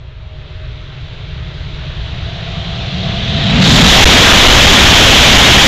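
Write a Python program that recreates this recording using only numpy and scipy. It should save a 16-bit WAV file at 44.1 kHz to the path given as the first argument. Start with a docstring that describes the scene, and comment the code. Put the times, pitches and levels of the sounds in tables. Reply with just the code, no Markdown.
"""A high-speed train races toward a tunnel mouth, heard from just inside, over a faint breeze of deep noise.
Throbbing bass noise, patchy air rush and hissing rails swell up, with narrow resonances of noise as a whine.
Wheel hiss breaks in, dropping in pitch, and a boom of low noise runs ahead of the nose.
The nose bursts in close by; pressure slaps, roar and lumpy slipstream overload the mono microphone to the end."""
import sys
import numpy as np
from scipy import signal
from scipy.fft import rfft, irfft, next_fast_len
from scipy.io import wavfile
from scipy.ndimage import uniform_filter1d, map_coordinates

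SR = 44100
rng = np.random.default_rng(int(sys.argv[2]) if len(sys.argv) > 2 else 0)


def dump(signal):
    """Clip the signal to [-1, 1] and save it as 16-bit WAV at the path in sys.argv[1]."""
    limited = np.clip(np.atleast_2d(signal).T, -1, 1)
    pcm = np.round(limited * 32767).astype(np.int16)
    wavfile.write(sys.argv[1], SR, pcm)


N = 250047

# The run: the nose draws level at NOSE_S; from then on the nearest coach stays ASIDE_M away.
SPEED_M_PER_S, NOSE_S, ASIDE_M = 80, 3.95, 10


# Broad roar of the coaches in the bore: pitch_hz, relative density level_db.
ROAR_COLOUR = [(80, -11), (250, 1), (450, -1), (700, 0), (1100, -4.5), (2000, 0), (3000, 0.5), (3900, -4.5),
               (4500, -14.5), (7000, -21), (9000, -56)]


def coach_roar():
    """The coaches alongside fill the bore with patchy broadband noise."""
    level = swell(rise_db_per_s=59, full_s=4.0, held_db=9.3, sag_db_per_s=.3)
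    return level * turbulent(ROAR_COLOUR, patchy_db=0.58)


# Hiss of the passing wheels: pitch_hz, relative density level_db.
WHEEL_COLOUR = [(1200, -11), (2400, -18.5), (3000, -0.5), (3400, 3.5), (3850, -1), (4400, -8), (7000, -26),
                (9000, -73)]
# Pitch drop of the hiss as the nose comes by: time_s, doppler_ratio (no unit).
WHEEL_DOPPLER = [(3.6, 1.11), (3.72, 1.06), (3.9, 1), (5.67, .98)]


def wheel_hiss():
    """Wheel noise is Doppler shifted by reading it at a changing speed; a thin whistle of the coaches joins it."""
    ratio = np.interp(clock(), *np.transpose(WHEEL_DOPPLER))
    emitted = np.cumsum(ratio)  # the sample of the hiss that arrives at each moment
    hiss = map_coordinates(turbulent(WHEEL_COLOUR, patchy_db=0.6), [emitted], mode="mirror")

    whistle_db = -17  # against the hiss
    whistle = line(centre_hz=3299, width_hz=4, steadiness=.4)
    hiss = hiss + amp(whistle_db) * fade_in(NOSE_S, rise_s=.2) * whistle

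    # The hiss breaks in suddenly, ahead of the nose.
    break_in_s, hidden_db = 3.61, -14
    hidden = 1 - fade_in(break_in_s, rise_s=.03)
    level = swell(rise_db_per_s=48, full_s=3.955, held_db=7, sag_db_per_s=.2)
    return level * amp(hidden_db * hidden) * hiss


# Deep noise of air moving over the microphone: pitch_hz, relative density level_db.
WIND_COLOUR = [(8, -14.5), (22, -2), (45, -0.5), (75, -1.3), (120, -12), (250, -36.5), (600, -57.5),
               (1500, -120)]
# Gusts of the slipstream: peak_s, gain_db, half_width_s (time from the peak to 1/e of the dB gain).
WIND_GUSTS = [(4.05, 4, .06), (4.58, 4.5, .12), (4.9, 3, .08)]


def slipstream():
    """The coaches drag lumpy air over the microphone: wavering deep noise, lifted by gusts."""
    lumpy = unit(noise(WIND_COLOUR) * amp(0.3 * wobble(13)))
    gust_db = sum(gain_db * hump(peak_s, half_s) for peak_s, gain_db, half_s in WIND_GUSTS)
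    level = swell(rise_db_per_s=95, full_s=3.92, held_db=3.8, sag_db_per_s=1.5)
    return level * amp(gust_db) * lumpy


# Slaps of the nose wave and its eddies: peak_s, pressure_full_scale (before overload), width_s (to exp(-2)).
PRESSURE_SLAPS = [(3.983, -2.5, .007), (4.034, 2.5, .004), (4.051, 11, .007), (4.145, -2.5, .004),
                  (4.33, 3.5, .005), (4.538, -4, .006), (4.695, -3, .006), (4.714, 3.5, .008),
                  (5.312, 2.5, .008), (5.379, 5, .006)]


def slaps():
    """Pressure pulses push the overloaded input to one side and choke the roar for an instant."""
    return sum(pressure * np.exp(-2 * ((clock() - peak_s) / width_s) ** 2)
               for peak_s, pressure, width_s in PRESSURE_SLAPS)


# Boom of the air in the bore: pitch_hz, relative density level_db.
BOOM_COLOUR = [(50, -22), (100, -5), (165, 0), (205, -4), (270, -10), (340, -32), (700, -70)]


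def nose_boom():
    """The air shoved ahead of the nose makes the bore boom as the train enters."""
    level_db = 1.8
    return amp(level_db) * hump(at_s=3.85, half_s=.28) * noise(BOOM_COLOUR)


# Bass of the train before its moving upper edge: pitch_hz, relative density level_db.
RUMBLE_COLOUR = [(10, -44), (25, -11.5), (55, 0), (100, 1), (150, 1.5), (260, -.5), (450, 0), (900, -74)]


def rumble():
    """The bore booms with the train's throbbing bass, whose steep upper edge climbs on the way in."""
    behind = fade_in(NOSE_S, rise_s=.2)  # 1 once the nose is in the bore

    aside_edge_hz, behind_edge_hz = 295, 250
    fall_octaves = .215  # per doubling of distance
    ahead_edge_hz = aside_edge_hz * (ASIDE_M / distance()) ** fall_octaves
    edge_hz = (1 - behind) * ahead_edge_hz + behind * behind_edge_hz

    hz, frame_s, bands = signal.stft(noise(RUMBLE_COLOUR), SR, nperseg=4096)
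    edge = 1 / np.sqrt(1 + (hz[:, None] / np.interp(frame_s, clock(), edge_hz)) ** 22)
    bass = unit(signal.istft(bands * edge, nperseg=4096)[1][:N])

    behind_db = 6.5  # extra level behind the nose
    throb_db = 0.9 * wobble(14)
    return carried(near_db=-6.5, spread_db=4.2) * amp(behind_db * behind + throb_db) * bass


# Air rushing round the train: pitch_hz, relative density level_db.
RUSH_COLOUR = [(150, -8), (280, 3.5), (400, 1), (540, 2.5), (680, -0.5), (900, -2), (1400, -0.5), (2000, 0),
               (2800, -1.5), (4000, -6.5), (5000, -19.5), (7500, -32), (9000, -80)]
# Wheel hiss carried by the rails: pitch_hz, relative density level_db.
RAIL_COLOUR = [(900, -56), (2000, -16.5), (2700, -5.5), (3250, 0.5), (3900, -0.3), (4400, -9.5),
               (5200, -18), (6200, -22), (7500, -32), (9000, -56)]


def approach():
    """Air rushes round the far train, while the rails carry the hiss of its wheels ahead."""
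    rush = carried(near_db=-16.2, spread_db=3.2, loss_db_per_m=.032) * turbulent(RUSH_COLOUR, patchy_db=1.4)
    rails = carried(near_db=-8.3, spread_db=4.4, loss_db_per_m=.055) * turbulent(RAIL_COLOUR, patchy_db=0.8)
    return rush + rails


# Lower whine: pitch_hz, half_width_hz (of each resonance, to half gain), relative level_db.
LOW_WHINE_LINES = [(368, 10, -5), (420, 22, -3), (627, 9, 0.5)]
# Higher whine: pitch_hz, half_width_hz (of each resonance, to half gain), relative level_db.
HIGH_WHINE_LINES = [(450, 25, -11), (665, 4, -1), (690, 30, -3.5), (769, 30, -8.5), (1957, 30, -13)]


def whine():
    """Two groups of lines from the running gear; the higher takes over as the train nears."""
    low = carried(near_db=-37, spread_db=1.6) * chord(LOW_WHINE_LINES, steadiness=.2)
    high = carried(near_db=-15.5, spread_db=5.2) * chord(HIGH_WHINE_LINES, steadiness=0.43)
    high = high * fade_in(2.05, rise_s=.5)
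    return (low + high) * (1 - fade_in(3.7, rise_s=.25))  # both die away as the nose arrives


def ambience():
    """Faint wind drones across the tunnel mouth all the time and swells once."""
    steady_db, swell_db = -31.5, 7.5
    return amp(steady_db + swell_db * hump(at_s=2.1, half_s=.5)) * noise(WIND_COLOUR)


def distance():
    """Metres from the microphone to the nearest part of the train."""
    return np.hypot(SPEED_M_PER_S * np.maximum(NOSE_S - clock(), 0), ASIDE_M)


def carried(near_db, spread_db, loss_db_per_m=0):
    """Gain from near_db at ASIDE_M, less spread_db per doubling of distance and a loss along the way."""
    metres = distance()
    spreading_db = spread_db * np.log2(metres / ASIDE_M)
    loss_db = loss_db_per_m * (metres - ASIDE_M)
    opening_db = -3.7 * (1 - fade_in(.35, rise_s=.12))  # the first moments are quieter
    return amp(near_db - spreading_db - loss_db + opening_db)


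def swell(rise_db_per_s, full_s, held_db, sag_db_per_s):
    """Gain that climbs steeply to its full level, then holds with a slow sag."""
    t = clock() - full_s
    return amp(held_db + rise_db_per_s * np.minimum(t, 0) - sag_db_per_s * np.maximum(t, 0))


def hump(at_s, half_s):
    """A bell-shaped rise and fall that reaches 1 at at_s."""
    return np.exp(-((clock() - at_s) / half_s) ** 2)


def fade_in(at_s, rise_s):
    """A smooth step from 0 to 1, halfway at at_s."""
    return .5 + .5 * np.tanh(2 * (clock() - at_s) / rise_s)


def clock():
    """The time of every sample in seconds."""
    return np.arange(N) / SR


def wobble(rate):
    """A smooth random curve, rate knots a second."""
    knots = rng.standard_normal(int(N * rate / SR) + 4)
    return map_coordinates(knots, [np.arange(N) * rate / SR])


def amp(db):
    """Decibels to gain."""
    return 10 ** (np.asarray(db) / 20)


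def unit(x):
    """x at rms 1."""
    return x / np.sqrt(np.mean(x ** 2) + 1e-20)


def filtered(x, response):
    """x times a response of frequency."""
    size = next_fast_len(N + 8192)
    return irfft(rfft(x, size) * response(np.fft.rfftfreq(size, 1 / SR)), size)[:N]


def colour(points, hz):
    """Gain at hz from (pitch_hz, level_db) points on a log axis."""
    point_hz, level_db = np.transpose(points)
    return amp(np.interp(np.log(hz + 1), np.log(point_hz), level_db))


def noise(spectrum):
    """Noise of rms 1 with the given colour."""
    return unit(filtered(rng.standard_normal(N), lambda hz: colour(spectrum, hz)))


def turbulent(spectrum, patchy_db):
    """Coloured noise of rms 1 whose bands swell and fade in patches."""
    bands = signal.stft(noise(spectrum), nperseg=1024)[2]
    patches = uniform_filter1d(rng.standard_normal(bands.shape), size=9, axis=0)  # across pitch
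    patches = uniform_filter1d(patches, size=10, axis=1)  # along time
    return unit(signal.istft(bands * amp(patchy_db * unit(patches)), nperseg=1024)[1][:N])


def line(centre_hz, width_hz, steadiness):
    """A wavering tone of rms 1: noise in one narrow resonance, whose fades are shallower the steadier it is."""
    resonance = filtered(rng.standard_normal(N), lambda hz: 1 / (1 + ((hz - centre_hz) / width_hz) ** 2))
    analytic = signal.hilbert(resonance)
    envelope = np.abs(analytic) + 1e-12
    return unit(analytic.real / envelope ** np.clip(steadiness, 0, 1))


def chord(lines, steadiness):
    """Several wavering tones mixed to rms 1."""
    return unit(sum(amp(level_db) * line(pitch_hz, width_hz, steadiness)
                    for pitch_hz, width_hz, level_db in lines))


def saturate(x, top, hardness):
    """Flatten the wave as it nears top."""
    return x / (1 + np.abs(x / top) ** hardness) ** (1 / hardness)


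def scene():
    """All sources at one microphone, on both channels."""
    passing = coach_roar() + wheel_hiss() + slipstream() + slaps()
    air = passing + nose_boom() + rumble() + approach() + whine() + ambience()
    return np.array([air, air])


# Tone of the output stage: pitch_hz, gain_db.
OUTPUT_COLOUR = [(7000, -0.5), (8500, -3), (11000, -5), (12600, -3.5), (14800, -7.5), (15200, -10)]


def record(dry):
    """The narrow-band input clips hard; its steep filter rings, and the overshoot is clipped again at the output."""
    clipped = saturate(dry[0], top=0.75, hardness=4.5)
    input_hz = 7990
    steep = signal.ellip(8, .3, 70, input_hz, fs=SR, output="sos")  # ripple and stopband in dB
    limited = np.clip(signal.sosfilt(steep, clipped), -.7, .7)

    top_hz, skirt_hz = 15850, 300  # the treble slopes to nothing at top_hz
    out = filtered(limited, lambda hz: colour(OUTPUT_COLOUR, hz) * np.clip((top_hz - hz) / skirt_hz, 0, 1))
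    return np.array([out, out])


dry = scene()
out = record(dry)
dump(out)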